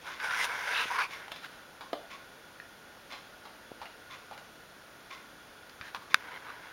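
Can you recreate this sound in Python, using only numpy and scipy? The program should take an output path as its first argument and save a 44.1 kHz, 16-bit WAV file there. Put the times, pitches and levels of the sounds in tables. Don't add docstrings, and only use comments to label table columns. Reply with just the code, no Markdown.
import sys
import numpy as np
from scipy import signal
from scipy.fft import rfft, irfft, next_fast_len
from scipy.io import wavfile
from scipy.ndimage import uniform_filter1d, map_coordinates

SR = 44100
rng = np.random.default_rng(int(sys.argv[2]) if len(sys.argv) > 2 else 0)


def to_wav(s):
    ch = np.atleast_2d(s).T
    pcm = np.round(np.clip(ch, -1, 1) * 32767)
    wavfile.write(sys.argv[1], SR, pcm.astype(np.int16))


N = 296352

# start_s, level_db, mouth_hz (lower resonance), crack_db, room_db
BITES = [(1.281, -30, 960, -13, -4), (1.319, -27.5, 1690, 9, -3), (1.361, -32.5, 1030, -3, -1.5),
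         (1.809, -29.5, 1045, -16, 2.5), (2.6, -28, 1810, -25, -8), (3.123, -32.5, 818, -7, 1.5),
         (3.139, -30, 860, -18, -11), (3.454, -33, 845, -13, 1.5), (3.816, -28.5, 870, -18, -0.5),
         (3.856, -35.5, 720, -5, -2), (4.312, -29.5, 865, -22.5, 0.5), (4.378, -36.5, 810, 0, -2),
         (5.696, -37, 1100, 12, -13), (5.947, -20, 1120, -17, -7.5), (6.021, -38.5, 1130, -13, 4)]
# middle_s, half_length_s, level_db, mouth_hz
GRINDS = [(1.32, 0.0081, -45.5, 2820), (1.447, 0.019, -44, 1500), (1.528, 0.098, -54, 1420),
          (3.827, 0.016, -49, 1350), (4.338, 0.023, -50, 830), (5.87, 0.041, -47, 1680),
          (5.961, 0.013, -43, 1080)]
# frequency_hz, density_db (per Hz)
CRACK_SPECTRUM = [(200, -50), (700, -1.5), (1500, 2), (2500, 0.5), (4000, -1.5), (6000, -13),
                  (10000, -20.5), (15000, -22)]
# start_s, level_db
KNOCKS = [(1.931, -24.5), (1.9332, -37)]
# pitch_hz, level_db, t60_s
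BONE_MODES = [(322, -9.5, 0.024), (480, 4, 0.015), (583, -8, 0.051), (670, -1.5, 0.039), (710, -16, 0.01),
              (1197, 0.5, 0.012), (2930, -9, 0.012), (3490, -13, 0.023), (4660, -26, .01)]
# time_s, pressure_db, brightness_db (scratch over ring)
FIRST_RUB = [(0.02, -66, 14), (0.03, -60, 2), (0.074, -41, -5), (0.174, -56.5, 0), (0.246, -32, -8.5),
             (0.294, -44, -0.5), (0.306, -41, -3), (0.444, -34, 0), (0.482, -42, -5), (0.492, -37.5, -7),
             (0.642, -39, -4.5), (0.814, -33, -6), (0.866, -43, -1.5), (0.964, -35.5, -5),
             (0.982, -37, -10), (0.988, -29, -11), (1.044, -42, -1.5), (1.078, -58, 1), (1.13, -48.5, 2),
             (1.164, -48.5, -1.5), (1.25, -50, -5.5)]
# time_s, pressure_db
LAST_RUB = [(6.17, -53.5), (6.366, -44.5), (6.398, -54.5), (6.502, -45), (6.51, -51), (6.556, -49.5),
            (6.608, -55), (6.644, -49.5), (6.72, -55)]
# frequency_hz, density_db (per Hz)
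DRAG_SPECTRUM = [(100, -46), (330, -30), (460, -3.5), (600, -7), (800, -0.5), (1000, 6.5), (1250, -19),
                 (1600, -9), (3000, -64)]
# frequency_hz, density_db (per Hz)
RING_SPECTRUM = [(600, -55), (1100, -5.5), (1350, 2.5), (1520, 8), (1850, -0.5), (2200, 0.5), (2600, -35),
                 (4000, -86)]
# frequency_hz, density_db (per Hz)
SCRATCH_SPECTRUM = [(1600, -19.5), (2300, 4.5), (2700, 3.5), (3100, 1), (3550, 1.5), (4200, -5.5),
                    (4700, -9), (5300, -9.5), (6100, -14.5), (7300, -24.5), (10000, -17.5), (13000, -20),
                    (15500, -27)]
# frequency_hz, density_db (per Hz)
FIZZ_SPECTRUM = [(3800, -23), (4800, 4), (5400, 5), (6300, 2.5), (7300, -1), (10000, -2), (12500, -18),
                 (15500, -14)]
# middle_s, half_length_s, pitch_hz, level_db
CHIRRS = [(0.33, 0.061, 1490, -33.5), (0.41, 0.027, 2020, -32.5), (0.79, 0.069, 2700, -35),
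          (0.78, 0.06, 3700, -39), (0.916, 0.011, 1020, -31.5), (1, 0.053, 1070, -35.5),
          (1.028, 0.032, 2360, -36.5), (1.015, 0.044, 4500, -47.5), (6.5, 0.03, 1240, -49)]
# start_s, level_db
SLIPS = [(.201, -21.5), (0.246, -31), (0.309, -16.5), (0.346, -17.5), (0.915, -23), (0.99, -20),
         (1.009, -16.5), (1.020, -20), (5.812, -23), (5.9482, -23)]
# start_s, level_db
SNAP = (6.144, 2)
# middle_s, level_db, pitch_hz
BUMPS = [(0.857, -32.5, 330), (3.718, -28, 406), (5.812, -42, 130)]
# pitch_hz, level_db, t60_s
CASE_MODES = [(1220.0, -3.1, 0.0067), (1590.0, 2.1, 0.0059), (1490.0, -22.4, 0.0374),
              (2150.0, -12.6, 0.0043), (2450.0, -0.7, 0.0044), (3690.0, -7.3, 0.0072),
              (4870.0, -8.4, 0.0051), (6030.0, -13.8, 0.0057), (10860.0, -11.7, 0.002),
              (14890.0, -17.2, 0.0018)]
# frequency_hz, density_db (per Hz)
GEAR_SPECTRUM = [(300, -15.5), (650, -4), (820, -31), (1300, 0), (1700, -2.5), (2300, 2.5), (2900, -3.5),
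                 (3600, -6), (4400, -7.5), (6500, -13.5), (9000, -27), (15000, -30)]
# pitch_hz, half_width_hz, level_db
CLOCK_BODY = [(1085, 68, -3), (2110, 110, -7.5), (3510, 76, -9.5)]
# frequency_hz, density_db (per Hz)
AIR_SPECTRUM = [(15, -54), (25, -10), (157, -4), (199, -4), (290, -3), (319, -3), (444, -3.5), (549, -1.5),
                (728, -3.5), (1190, -6), (1440, -1), (2100, -9), (3370, -11.5), (7000, -18.5), (9100, -66),
                (15400, -120)]
# frequency_hz, density_db (per Hz)
HISS_SPECTRUM = [(4000, -65), (7000, -9), (10000, -3), (12500, -8), (16000, -8.5)]
# pitch_hz, half_width_hz, level_db
WHIRR = [(1441, 25, -63.5), (3406, 16, -72.5), (15734, 6, -96)]
# frequency_hz, t60_s
ROOM_DECAY = [(200, 0.16), (600, 0.41), (2000, 0.42), (6000, 0.52), (14000, 0.044)]

FIRM_DB = -36
DRAG_GROWS, FIZZ_GROWS = 1, 1.46
TOUCH_S, LIFT_S = 0.01, 0.06
TICK_ATTACK_S, TICK_HOLD_S, TICK_T60_S = 0.012, 0.037, 0.22
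TICK_ROOM_DB, TICK_ROOM_T60_S = -4, 0.51
AIR_DB, HISS_DB = -53.5, -65.0
TOP_HZ = 15900


def amp(db):
    return 10 ** (np.asarray(db) / 20)


def unit(x):
    return x / np.sqrt(np.mean(x ** 2) + 1e-20)


def along(points, hz):
    f, values = np.transpose(points)
    return np.interp(np.log(hz + 1), np.log(f), values)


def filtered(x, response):
    size = next_fast_len(len(x) + 8192)
    spectrum = rfft(x, size) * response(np.fft.rfftfreq(size, 1 / SR))
    return irfft(spectrum, size)[:len(x)]


def coloured(x, spectrum):
    return unit(filtered(x, lambda hz: amp(along(spectrum, hz))))


def band(hz, half_width_hz):
    noise = rng.standard_normal(N)
    return unit(filtered(noise, lambda f: 1 / (1 + ((f - hz) / half_width_hz) ** 2)))


def swell(middle_s, half_s):
    return np.exp(-((np.arange(N) / SR - middle_s) / half_s) ** 2)


def add(track, start_s, sound):
    part = track[round(start_s * SR):][:len(sound)]
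    part += sound[:len(part)]


def ring(modes, t):
    return sum(amp(db - 60 * t / t60) * np.sin(2 * np.pi * hz * t) for hz, db, t60 in modes)


def friction(slip_rate, smooth):
    slips = (rng.random(N) < slip_rate / SR) * rng.uniform(-1.15, 1, N)
    return unit(slips) + smooth * rng.standard_normal(N)


def in_room(x, early_db, tail_db, early_t60=0.082):
    hz, t, z = signal.stft(rng.standard_normal(SR // 2), SR, nperseg=256)
    decay = amp(-60 * t / along(ROOM_DECAY, hz)[:, None])
    tail = signal.istft(z * decay, SR, nperseg=256)[1]
    t = np.arange(len(tail)) / SR
    early = rng.standard_normal(len(t)) * amp(-60 * t / early_t60)
    echoes = amp(early_db) * early / np.linalg.norm(early)
    echoes += amp(tail_db) * tail / np.linalg.norm(tail)
    onset = 1 - np.exp(-t / 0.0012)
    return x + signal.fftconvolve(x, echoes * onset)[:len(x)]


def gnawing():
    out, t = np.zeros(N), np.arange(SR // 2) / SR
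    for start_s, db, mouth_hz, crack_db, room_db in BITES:
        mouth = ring([(mouth_hz, 0, 0.012), (1.325 * mouth_hz, -6, 0.008)], t)
        mouth *= 1 - np.exp(-t / 0.0005)
        crack = coloured(rng.standard_normal(len(t)), CRACK_SPECTRUM)
        crack *= amp(crack_db + 3.0 - 60 * t / 0.015)
        bite = (mouth + crack) / np.sqrt(1 + amp(crack_db + 7.5) ** 2)
        add(out, start_s, amp(db) * in_room(bite, early_db=room_db, tail_db=room_db))
    return out


def grinding(rasp_db=-3, mouth_db=-3):
    rasp = amp(rasp_db) * coloured(friction(slip_rate=1100, smooth=1.0), CRACK_SPECTRUM)
    out = np.zeros(N)
    for middle_s, half_s, db, mouth_hz in GRINDS:
        mouth = amp(mouth_db) * band(mouth_hz, 0.13 * mouth_hz)
        out += amp(db) * swell(middle_s, half_s) * (rasp + mouth)
    return out


def bone_knock(crack_db=-9):
    out, t = np.zeros(N), np.arange(SR // 2) / SR
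    for start_s, db in KNOCKS:
        crack = coloured(rng.standard_normal(len(t)), CRACK_SPECTRUM)
        crack *= amp(crack_db - 60 * t / 0.014)
        body = ring(BONE_MODES, t) * (1 - np.exp(-t / 0.0004))
        add(out, start_s, amp(db) * in_room(body + crack, early_db=-4.5, tail_db=-6.5))
    return signal.sosfilt(signal.butter(4, 250, "high", fs=SR, output="sos"), out)


def patchy(x, depth_db):
    z = signal.stft(x, nperseg=512)[2]
    across_pitch = uniform_filter1d(rng.standard_normal(z.shape), size=5, axis=0)
    field = uniform_filter1d(across_pitch, size=12, axis=1)
    return unit(signal.istft(z * amp(depth_db * unit(field)), nperseg=512)[1][:N])


def rubbing(rows, brightness_db, slip_rate, drag_db, ring_db, scratch_db, fizz_db, flutter_db,
            flutter_rate=130):
    time_s, pressure_db = np.transpose(rows)[:2]
    t = np.arange(N) / SR
    press = np.interp(t, time_s, pressure_db - FIRM_DB)
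    scratch = np.interp(t, time_s, pressure_db - FIRM_DB + brightness_db)
    landing = [time_s[0] - TOUCH_S, time_s[0], time_s[-1], time_s[-1] + LIFT_S]
    contact = np.interp(t, landing, [0, 1, 1, 0])
    flutter = map_coordinates(rng.standard_normal(N // 32), [t * flutter_rate], mode="wrap")
    skin = patchy(friction(slip_rate, smooth=0.89), depth_db=1.5) * amp(flutter_db * flutter)
    sound = amp(DRAG_GROWS * press + drag_db) * coloured(skin, DRAG_SPECTRUM)
    sound += amp(press + ring_db) * coloured(skin, RING_SPECTRUM)
    sound += amp(scratch + scratch_db) * coloured(skin, SCRATCH_SPECTRUM)
    sound += amp(FIZZ_GROWS * scratch + fizz_db) * coloured(skin, FIZZ_SPECTRUM)
    return amp(FIRM_DB) * contact * sound


def chirrs(relative_width=0.1):
    return sum(amp(db) * swell(middle_s, half_s) * band(hz, relative_width * hz)
               for middle_s, half_s, hz, db in CHIRRS)


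def case_clicks(skin_hz=3000):
    out, t = np.zeros(N), np.arange(SR // 4) / SR
    shell = ring(CASE_MODES[0::2], t) - ring(CASE_MODES[1::2], t)
    click = shell * (1 - np.exp(-t / 0.0002))
    click /= np.abs(click).max()
    soft_click = signal.sosfilt(signal.butter(1, skin_hz, fs=SR, output="sos"), click)
    for start_s, db in SLIPS:
        add(out, start_s, amp(db) * in_room(soft_click, early_db=-2, tail_db=-14))
    snap_s, snap_db = SNAP
    add(out, snap_s, amp(snap_db) * in_room(click, early_db=-28, tail_db=-51))
    for middle_s, db, hz in BUMPS:
        cycle = 2 * np.pi * hz * (t - 0.004)
        add(out, middle_s - 0.004, -amp(db) * cycle * np.exp(-cycle ** 2 / 2))
    return out


def clock(first_s=0.11, period_s=1.0, level_db=-49):
    since = (np.arange(N) / SR - first_s + period_s / 2) % period_s - period_s / 2
    gears = coloured(friction(slip_rate=1600, smooth=0.33), GEAR_SPECTRUM)
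    body = sum(amp(db) * band(hz, half_width) for hz, half_width, db in CLOCK_BODY)
    attack = np.clip(1 + since / TICK_ATTACK_S, 0, 1)
    stopped = np.maximum(since - TICK_HOLD_S, 0)
    direct = amp(-60 * stopped / TICK_T60_S)
    room = amp(TICK_ROOM_DB - 60 * stopped / TICK_ROOM_T60_S)
    return amp(level_db) * attack * np.maximum(direct, room) * (gears + body)


def background():
    air = amp(AIR_DB) * coloured(rng.standard_normal(N), AIR_SPECTRUM)
    hiss = amp(HISS_DB) * coloured(rng.standard_normal(N), HISS_SPECTRUM)
    whirr = sum(amp(db) * band(hz, half_width) for hz, half_width, db in WHIRR)
    return air + hiss + whirr


def scene():
    puppies = gnawing() + grinding() + bone_knock()
    brightness_db = np.transpose(FIRST_RUB)[2]
    hand = rubbing(FIRST_RUB, brightness_db, slip_rate=3000, drag_db=-7, ring_db=-1.5,
                   scratch_db=-2.5, fizz_db=-9.5, flutter_db=0.5)
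    hand += rubbing(LAST_RUB, brightness_db=-6.5, slip_rate=1200, drag_db=-5, ring_db=-2.5,
                    scratch_db=-2.0, fizz_db=-32, flutter_db=1.4, flutter_rate=100)
    hand += chirrs() + case_clicks()
    return (puppies + hand + clock() + background())[None]


def record(dry, notch_hz=7900, notch_width_hz=500, notch_db=-17):
    limited = dry[0] / (1 + np.abs(dry[0] / 0.76) ** 6) ** (1 / 6)

    def response(hz):
        notch = amp(notch_db / (1 + (2 * (hz - notch_hz) / notch_width_hz) ** 2))
        return notch * (hz < TOP_HZ)

    return filtered(limited, response)[None]


dry = scene()
out = record(dry)
to_wav(out)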